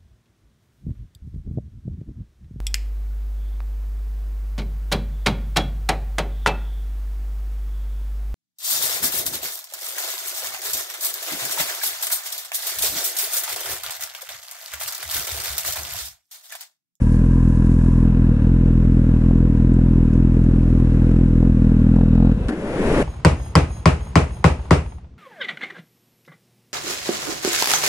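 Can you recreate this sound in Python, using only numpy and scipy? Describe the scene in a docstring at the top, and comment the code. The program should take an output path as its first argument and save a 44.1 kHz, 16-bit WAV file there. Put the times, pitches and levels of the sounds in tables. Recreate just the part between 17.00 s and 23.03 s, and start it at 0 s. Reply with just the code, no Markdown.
"""A single-cylinder motorcycle thumps at idle, each firing a puff of gas ringing the silencer.
The idle hunts, valves clatter on the cases, gears whirr and the hardest firings bark at the tailpipe.
The ignition is cut, the engine runs down, the key clicks and a glove scuffs the fairing. Heard from
the rider's helmet on a seaside promenade at night, a wave rolls in as gain control lifts the surf."""
import sys
import numpy as np
from scipy import signal
from scipy.fft import rfft, irfft
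from scipy.io import wavfile
from scipy.ndimage import uniform_filter1d, minimum_filter1d

SR = 44100
rng = np.random.default_rng(int(sys.argv[2]) if len(sys.argv) > 2 else 0)


def digitize_waveform(pressure):
    """Quantize a signal to 16-bit integers and store it at the path in sys.argv[1].

    Rows of a 2-D input are taken as channels; values are limited to [-1, 1].
    """
    field = np.atleast_2d(pressure).T
    bounded = np.clip(field, -1, 1)
    quanta = np.round(bounded * 32767).astype(np.int16)
    wavfile.write(sys.argv[1], SR, quanta)


N = 265923
T = np.arange(N) / SR
HZ = np.maximum(np.arange(N // 2 + 1) * SR / N, 1)
IDLE_HZ, IGNITION_OFF_S = 41.805, 5.33

# Levels in the tables are relative; each layer sets its own trim.
# The idle sags (-) or surges (+): t/s, change in firing rate/Hz, width/s
IDLE_SWINGS = [(0.04, -2.27, 0.097), (0.571, -1.0, 0.045), (1.38, -4.17, 0.05), (2.041, -1.69, 0.022),
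               (2.171, -1.91, 0.043), (2.425, 1.49, 0.024), (2.554, -2.19, 0.046), (3.093, -4.05, 0.029),
               (3.919, -1.26, 0.091), (4.453, 2.85, 0.032), (4.52, -1.05, 0.16), (4.828, -2.29, 0.057),
               (5.083, -1.94, 0.034), (5.226, 1.08, 0.043)]
# Single firings nudged in strength, mostly lean, weak burns: t/s, level/dB
LEAN_BURNS = [(.908, -3.5), (1.421, 0.5), (1.587, -1), (2.19, -1), (3.055, 0.5), (4.82, -1)]
# Silencer and air-box resonances: f/Hz, width/Hz, level/dB
SILENCER_MODES = [(48.16, 12.9, -9.5), (137.6, 18.7, -18.5), (251, 130.3, -8), (395, 63, -9)]
# Polarity of each of those resonances: sign
SILENCER_SIGNS = (1, -1, -1, 1)
# Tone of the thump as the rider looks down and back up: t/s, body level/dB, edge over body/dB
THUMP_TONE = [(0, -1.5, -2), (1.1, 0.3, -1.5), (1.9, -0.4, 0.5), (3.25, 0.75, 2.5), (3.7, -4.5, 5.5),
              (4.3, 0, 3), (4.6, 3, -1.5), (4.97, 5, -7), (5.33, 6.5, -8)]
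# Unfired strokes suck air back as the engine runs down: t/s, level/dB, puff width/s
RUN_DOWN_STROKES = [(5.347, -5.5, .0018), (5.376, -8, 0.0012), (5.411, -4.5, 0.0015), (5.458, -3, 0.0019)]
# Ring of the engine cases: f/Hz, width/Hz, level/dB
CASE_MODES = [(479.6, 21, 2), (550, 38, -18.5), (691, 59, -11.5), (905, 30, -18), (1143, 81, -16),
              (1368, 130, -15), (1654, 62, -21), (2480, 160, -18), (3830, 220, -19)]
# Rustle of chain and gears: f/Hz, level/dB
RUSTLE_COLOUR = [(200, -12.5), (330, -7.5), (480, 11.5), (650, -12.5), (820, -15), (1000, -8),
                 (1250, -12.5), (1650, -10.5), (2000, -65), (2600, -14.5), (3200, -25), (3800, -22),
                 (4600, -35.5), (11000, -55)]
# Fader for the mechanical clatter: t/s, level/dB
CLATTER_FADER = [(0, -40.5), (.8, -39.5), (1.4, -37.5), (2.0, -40), (2.8, -40), (3.6, -40.5), (4.4, -38.5),
                 (5.0, -35), (5.33, -31), (5.45, -26.5), (5.55, -67)]
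# Tones of the meshing gears: f/Hz, width/Hz, level/dB
GEAR_BANDS = [(992, 160, 0.5), (1640, 120, -3.5)]
# Fader for the gear whirr: t/s, level/dB
WHIRR_FADER = [(0, -47), (.3, -44.5), (1.1, -47), (1.6, -53.5), (2.2, -54), (3.1, -49.5), (3.7, -66),
               (5.3, -68), (5.5, -84)]
# How hard the crank shakes the frame: t/s, level/dB
SHUDDER_FADER = [(0, -28), (5.3, -25), (5.35, -22.5), (5.41, -23.5), (5.46, -36), (5.5, -63)]
# Rumble of frame and fairing: f/Hz, level/dB
SHUDDER_COLOUR = [(20, -14.5), (62, -1.5), (85, 0), (150, -2.5), (260, -.5), (400, -26.5), (900, -56)]
# Dashboard rattle, clearer as the rider looks down: t/s, level/dB
RATTLE_FADER = [(0, -73), (2.9, -69), (3.6, -62), (4.5, -64.5), (5.3, -53.5), (5.5, -85)]
# Thin, bright hiss: f/Hz, level/dB
HISS_COLOUR = [(2500, -23.5), (4500, -5), (6800, -2.5), (9000, -2.5), (11000, -4.5)]
# Fader for the opening hiss: t/s, level/dB
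HISS_FADER = [(0, -54.5), (.8, -52.5), (1.03, -56), (1.2, -76), (1.5, -110)]
# Dark wash of the surf: f/Hz, level/dB
SURF_COLOUR = [(30, 6.5), (100, -1), (165, 2), (300, 2), (520, -3), (590, -6.5), (660, -11.5), (1300, -18),
               (1650, -17), (2500, -21), (4300, -32.5), (6500, -34.5), (8800, -36.5), (11000, -35)]
# Hum of the helmet's hollow: f/Hz, width/Hz, level/dB
HELMET_MODES = [(228, 15, -10.5), (487, 25, -9.5), (602, 40, -6.5)]
# A wave comes in: t/s, level/dB
WAVE_FADER = [(0, -38), (5.3, -35.5), (5.6, -32.5), (5.72, -32), (5.85, -31), (5.95, -24.5), (6.03, -22)]
# Spells of firings hard enough to bark: first t/s, last t/s, level/dB
BARK_SPELLS = [(1.053, 1.053, -10), (2.311, 2.311, -3), (2.789, 2.789, -11), (4.428, 4.428, -2.5),
               (4.714, 4.714, -6), (4.950, 5.040, 1), (5.156, 5.296, 1)]
# Small ticks from the handlebar controls: t/s, level/dB, f/Hz
CONTROL_TICKS = [(2.737, -48.5, 7400), (3.135, -48, 6500), (3.44, -51, 7000), (3.90, -55, 6500)]
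# The key snaps through its detent: t/s, level/dB
KEY_SNAPS = [(5.484, -27.5), (5.491, -35)]
# Colour of the key's snap: f/Hz, level/dB
SNAP_COLOUR = [(300, -24), (900, -9), (1500, 6.5), (2300, -8.5), (3000, -5), (4500, -9.5), (7000, -18),
               (11000, -16)]
# Scuff of glove on fairing: f/Hz, level/dB
GLOVE_COLOUR = [(100, -18.5), (280, 10.5), (560, -10.5), (800, -9), (1200, -21), (1600, -11), (2200, -23.5),
                (6000, -42)]
# Pressure of the glove: t/s, level/dB
GLOVE_FADER = [(5.46, -81), (5.49, -27.5), (5.55, -29.5), (5.6, -40.5), (5.68, -79)]
# The two microphone ports on the helmet: f/Hz, left over right/dB, likeness/0-1, left lag/ms
MIC_PORTS = [(60, .8, 1, .05), (250, .9, .999, .045), (500, 1.7, .97, .05), (1000, 4.2, .93, .06),
             (2000, 5.8, .5, .15), (3200, -.5, .35, .15), (7000, -1, .25, .15), (8800, -1.5, .15, .15),
             (10300, -7, .15, .15)]


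def undb(db):
    """Decibels to gain."""
    return 10 ** (np.asarray(db) / 20)


def curve(rows, column=1):
    """One column of a time table at every sample."""
    rows = np.array(rows)
    return np.interp(T, rows[:, 0], rows[:, column])


def spectrum(rows, column=1):
    """One column of a frequency table at every bin."""
    rows = np.array(rows)
    return np.interp(np.log(HZ), np.log(rows[:, 0]), rows[:, column])


def bell(u):
    """A smooth bump of height 1 and width 1."""
    return np.exp(-u ** 2 / 2)


def resonate(x, hz, width):
    """Band-pass resonance, gain 1 at the centre, width in Hz."""
    return signal.lfilter(*signal.iirpeak(hz, hz / width, fs=SR), x)


def cut(x, order, hz, kind="low"):
    """Low-pass or high-pass filter."""
    return signal.sosfilt(signal.butter(order, hz, kind, fs=SR, output="sos"), x)


def wander(rate_hz):
    """Smooth random modulation with a spread near 1."""
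    span = int(SR / rate_hz)
    steps = np.repeat(rng.standard_normal(N // span + 1), span)
    return 1.82 * uniform_filter1d(uniform_filter1d(steps, span), span)[:N]


def noise(colour):
    """Coloured stereo noise of rms 1: centred in the bass, wide in the treble."""
    likeness = np.clip(spectrum(MIC_PORTS, column=2), -1, 1)
    mid, side = rfft(rng.standard_normal((2, N)))
    pair = mid * np.sqrt(1 + likeness) + np.array([[1], [-1]]) * side * np.sqrt(1 - likeness)
    coloured = irfft(pair * undb(spectrum(colour)), N)
    return coloured / coloured.std()


def puffs(times, volumes, widths):
    """Bell-shaped puffs of gas; for the same volume, a shorter puff is sharper."""
    flow = np.zeros(N)
    for at, volume, width in zip(times, volumes, widths):
        near = slice(*np.searchsorted(T, [at - 10 * width, at + 10 * width]))
        shape = bell((T[near] - at) / width)
        flow[near] += volume * shape / (shape.sum() + 1e-9)
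    return flow


def strikes(times, sizes, decay_s):
    """An envelope that jumps at each strike and dies away."""
    hits = np.zeros(N)
    np.add.at(hits, np.clip(np.asarray(times) * SR, 0, N - 1).astype(int), sizes)
    return signal.lfilter([1], [1, -np.exp(-1 / (decay_s * SR))], hits)


def firing_rate():
    """The idle hunts: the governor overcorrects each sag or surge with a smaller swing the other way."""
    rebound, lag_widths = .347, 2.5
    return IDLE_HZ + sum(hz * (bell((T - at) / width) - rebound * bell((T - at) / width - lag_widths))
                         for at, hz, width in IDLE_SWINGS)


def firings():
    """Time and strength of every firing: stronger when the engine runs fast, and no two burn alike."""
    start_cycle, jitter_s = .275, .00012
    effort_db_per_hz, scatter_db, carry_over = .5, .5, .35
    rate_hz = firing_rate()
    cycles = start_cycle + np.cumsum(rate_hz) / SR
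    count = int(np.interp(IGNITION_OFF_S, T, cycles))
    jitter, luck = rng.standard_normal((count, 2)).T
    times = np.interp(np.arange(1, count + 1), cycles, T) + jitter_s * jitter
    lean_times, lean_levels = np.transpose(LEAN_BURNS)
    lean_db = (np.abs(times[:, None] - lean_times) < 1 / (2 * IDLE_HZ)) @ lean_levels
    effort_db = effort_db_per_hz * (np.interp(times, T, rate_hz) - IDLE_HZ) + .1 * bark_sizes(times)
    # a weak burn leaves fuel that strengthens the next
    luck_db = scatter_db * (luck - carry_over * np.roll(luck, 1))
    return times, effort_db + lean_db + luck_db


def exhaust(times, strength_db):
    """Puffs ring the silencer: a stronger burn is bigger and shorter, the unfired last strokes soft."""
    widths = .0011 * undb(-.3 * strength_db + .27 * rng.standard_normal(len(times)))
    fired = puffs(times, undb(.069 * strength_db), widths)
    suck_times, suck_db, suck_widths = np.transpose(RUN_DOWN_STROKES)
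    sucked = puffs(suck_times, undb(suck_db), suck_widths)
    flow = (fired - sucked) * (1 + .031 * wander(900))  # turbulence
    thump = undb(55.5) * sum(sign * undb(db) * resonate(flow, hz, width)
                             for sign, (hz, width, db) in zip(SILENCER_SIGNS, SILENCER_MODES))
    # three moving EQ bands: deep boom, hollow body, hard edge
    body_db = curve(THUMP_TONE)
    edge_db = body_db + curve(THUMP_TONE, column=2)
    boom = (undb(.21 * body_db) - 1) * resonate(thump, 55, 90)
    body = (undb(body_db) - 1) * resonate(thump, 214, 110)
    edge = (undb(edge_db) - 1) * resonate(thump, 352, 170)
    return thump + boom + body + edge


def clatter(times, strength_db):
    """Combustion knock and three valve taps a cycle ring the cases, over rustling chain and gears."""
    knock_sizes = undb(2 * strength_db + 2 * rng.standard_normal(len(times)))
    valve_phases = np.array([.17, .42, .85])
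    tap_times = (times[:-1, None] + np.diff(times)[:, None] * valve_phases).ravel()
    tap_sizes = undb(3 * rng.standard_normal(len(tap_times)))
    knock_pulse = strikes(times, knock_sizes, decay_s=.004)
    tap_pulse = strikes(tap_times, tap_sizes, decay_s=.0016)
    rustle = noise(RUSTLE_COLOUR) * (.6 + knock_pulse + .68 * tap_pulse)
    knocks = strikes(times + .0012, knock_sizes, decay_s=.00003)
    taps = strikes(tap_times, tap_sizes, decay_s=.00003)
    blows = cut(knocks + .57 * taps, order=4, hz=3000)  # the oil film cushions each blow
    ring = sum(undb(db) * resonate(blows, hz, width) for hz, width, db in CASE_MODES)
    return (rustle + undb(39.5) * ring) * undb(curve(CLATTER_FADER))


def gear_whirr():
    """The meshing gears sing in two narrow bands, each wavering in strength."""
    rub = rng.standard_normal(N)
    whirr = sum(resonate(resonate(rub, hz, width), hz, width) * undb(db + 1.1 * wander(18))
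                for hz, width, db in GEAR_BANDS)
    return whirr / whirr.std() * undb(curve(WHIRR_FADER))


def frame_shudder():
    """The frame and fairing rumble faintly, and shake harder as the crank stops."""
    return noise(SHUDDER_COLOUR) * undb(curve(SHUDDER_FADER))


def dashboard_rattle(times, strength_db):
    """Each firing sets a loose part buzzing briefly."""
    hz, width = 3950, 700
    buzz = resonate(resonate(rng.standard_normal(N), hz, width), hz, width)
    jolts = strikes(times, undb(strength_db), decay_s=.02)
    return buzz / buzz.std() * jolts * undb(curve(RATTLE_FADER))


def hiss():
    """A thin, slightly grainy hiss that fades after the first second."""
    grain_db = .6 * wander(25) + 1.5 * wander(300)
    return noise(HISS_COLOUR) * undb(curve(HISS_FADER) + grain_db)


def surf():
    """Waves wash on the beach and hum in the hollow of the helmet; roar and fizz waver separately."""
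    wash = noise(SURF_COLOUR)
    wash = wash + sum(undb(db) * resonate(wash, hz, width) for hz, width, db in HELMET_MODES)
    roar = cut(wash, order=2, hz=700) * undb(.27 * wander(22))
    fizz = cut(wash, order=2, hz=700, kind="high") * undb(1.03 + .14 * wander(12))
    return (roar - fizz) * undb(curve(WAVE_FADER))  # flipped fizz avoids a notch at the crossover


def bark_sizes(times):
    """How hard each firing barks: nothing outside a spell, most in its middle."""
    taper_db = 7
    sizes = np.zeros(len(times))
    for first, last, db in BARK_SPELLS:
        place = (2 * times - first - last) / (abs(last - first) + 1 / IDLE_HZ)  # -1 to 1 in the spell
        sizes += (np.abs(place) < 1) * undb(db - taper_db * np.minimum(place ** 2, 1))
    return sizes


def tailpipe_bark(times):
    """The hardest firings steepen into a short crack at the tailpipe."""
    crack = puffs(times + .0016, bark_sizes(times), widths=np.full(len(times), .00016))
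    return undb(17) * resonate(resonate(crack, 570, 420), 720, 700)


def handlebar_ticks():
    """The controls give light, bright ticks."""
    return undb(6.5) * sum(
        strikes([at], [undb(db)], decay_s=.0063) * resonate(rng.standard_normal(N), hz, 1800)
        for at, db, hz in CONTROL_TICKS)


def key_click():
    """The ignition key snaps through its detent in a quick double click."""
    times, db = np.transpose(KEY_SNAPS)
    return noise(SNAP_COLOUR) * strikes(times, undb(db), decay_s=.007)


def glove_scuff():
    """The gloved hand scuffs the fairing after turning the key."""
    return noise(GLOVE_COLOUR) * undb(curve(GLOVE_FADER) + 2 * wander(100))


def helmet_shading(air):
    """The helmet shades each port in its own bands, and the left hears slightly late."""
    side = np.array([[.5], [-.5]])
    shade = undb(side * spectrum(MIC_PORTS))
    lag_s = spectrum(MIC_PORTS, column=3) / 1000
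    return irfft(rfft(air) * shade * np.exp(-2j * np.pi * HZ * lag_s * side), N)


def scene():
    """The bike below the rider and the sea around, in stereo at the helmet."""
    times, strength_db = firings()
    bike = exhaust(times, strength_db) + tailpipe_bark(times) + clatter(times, strength_db)
    bike = bike + dashboard_rattle(times, strength_db) + gear_whirr() + frame_shudder()
    rider = handlebar_ticks() + key_click() + glove_scuff()
    return helmet_shading(bike + rider + hiss() + surf())


def gain_control(x, target_db, hold_s, detector_fall_db_per_s, ratio):
    """The gain drops at once on loud sound, waits, then creeps back up."""
    power = uniform_filter1d(np.mean(x ** 2, axis=0), size=4240)
    level_db = 10 * np.log10(power + 1e-12)
    half_hold = int(hold_s * SR / 2)
    held_db = -minimum_filter1d(-level_db, 2 * half_hold + 1, origin=half_hold)
    fall_db = detector_fall_db_per_s * T
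    sensed_db = np.maximum.accumulate(held_db + fall_db) - fall_db
    return x * undb((target_db - sensed_db) * (1 - 1 / ratio))


def record(dry):
    """The helmet microphone rides its gain, rounds the tallest peaks and cuts the top."""
    ceiling, fade_s, top_hz = .98, .003, 11100
    levelled = gain_control(dry, target_db=-12, hold_s=.11, detector_fall_db_per_s=45, ratio=3.38)
    rounded = levelled / (1 + (levelled / ceiling) ** 8) ** (1 / 8)
    faded = rounded * np.clip(np.minimum(T, T[-1] - T) / fade_s, 0, 1)
    return signal.sosfilt(signal.ellip(12, .2, 80, top_hz, fs=SR, output="sos"), faded)


dry = scene()
out = record(dry)
digitize_waveform(out)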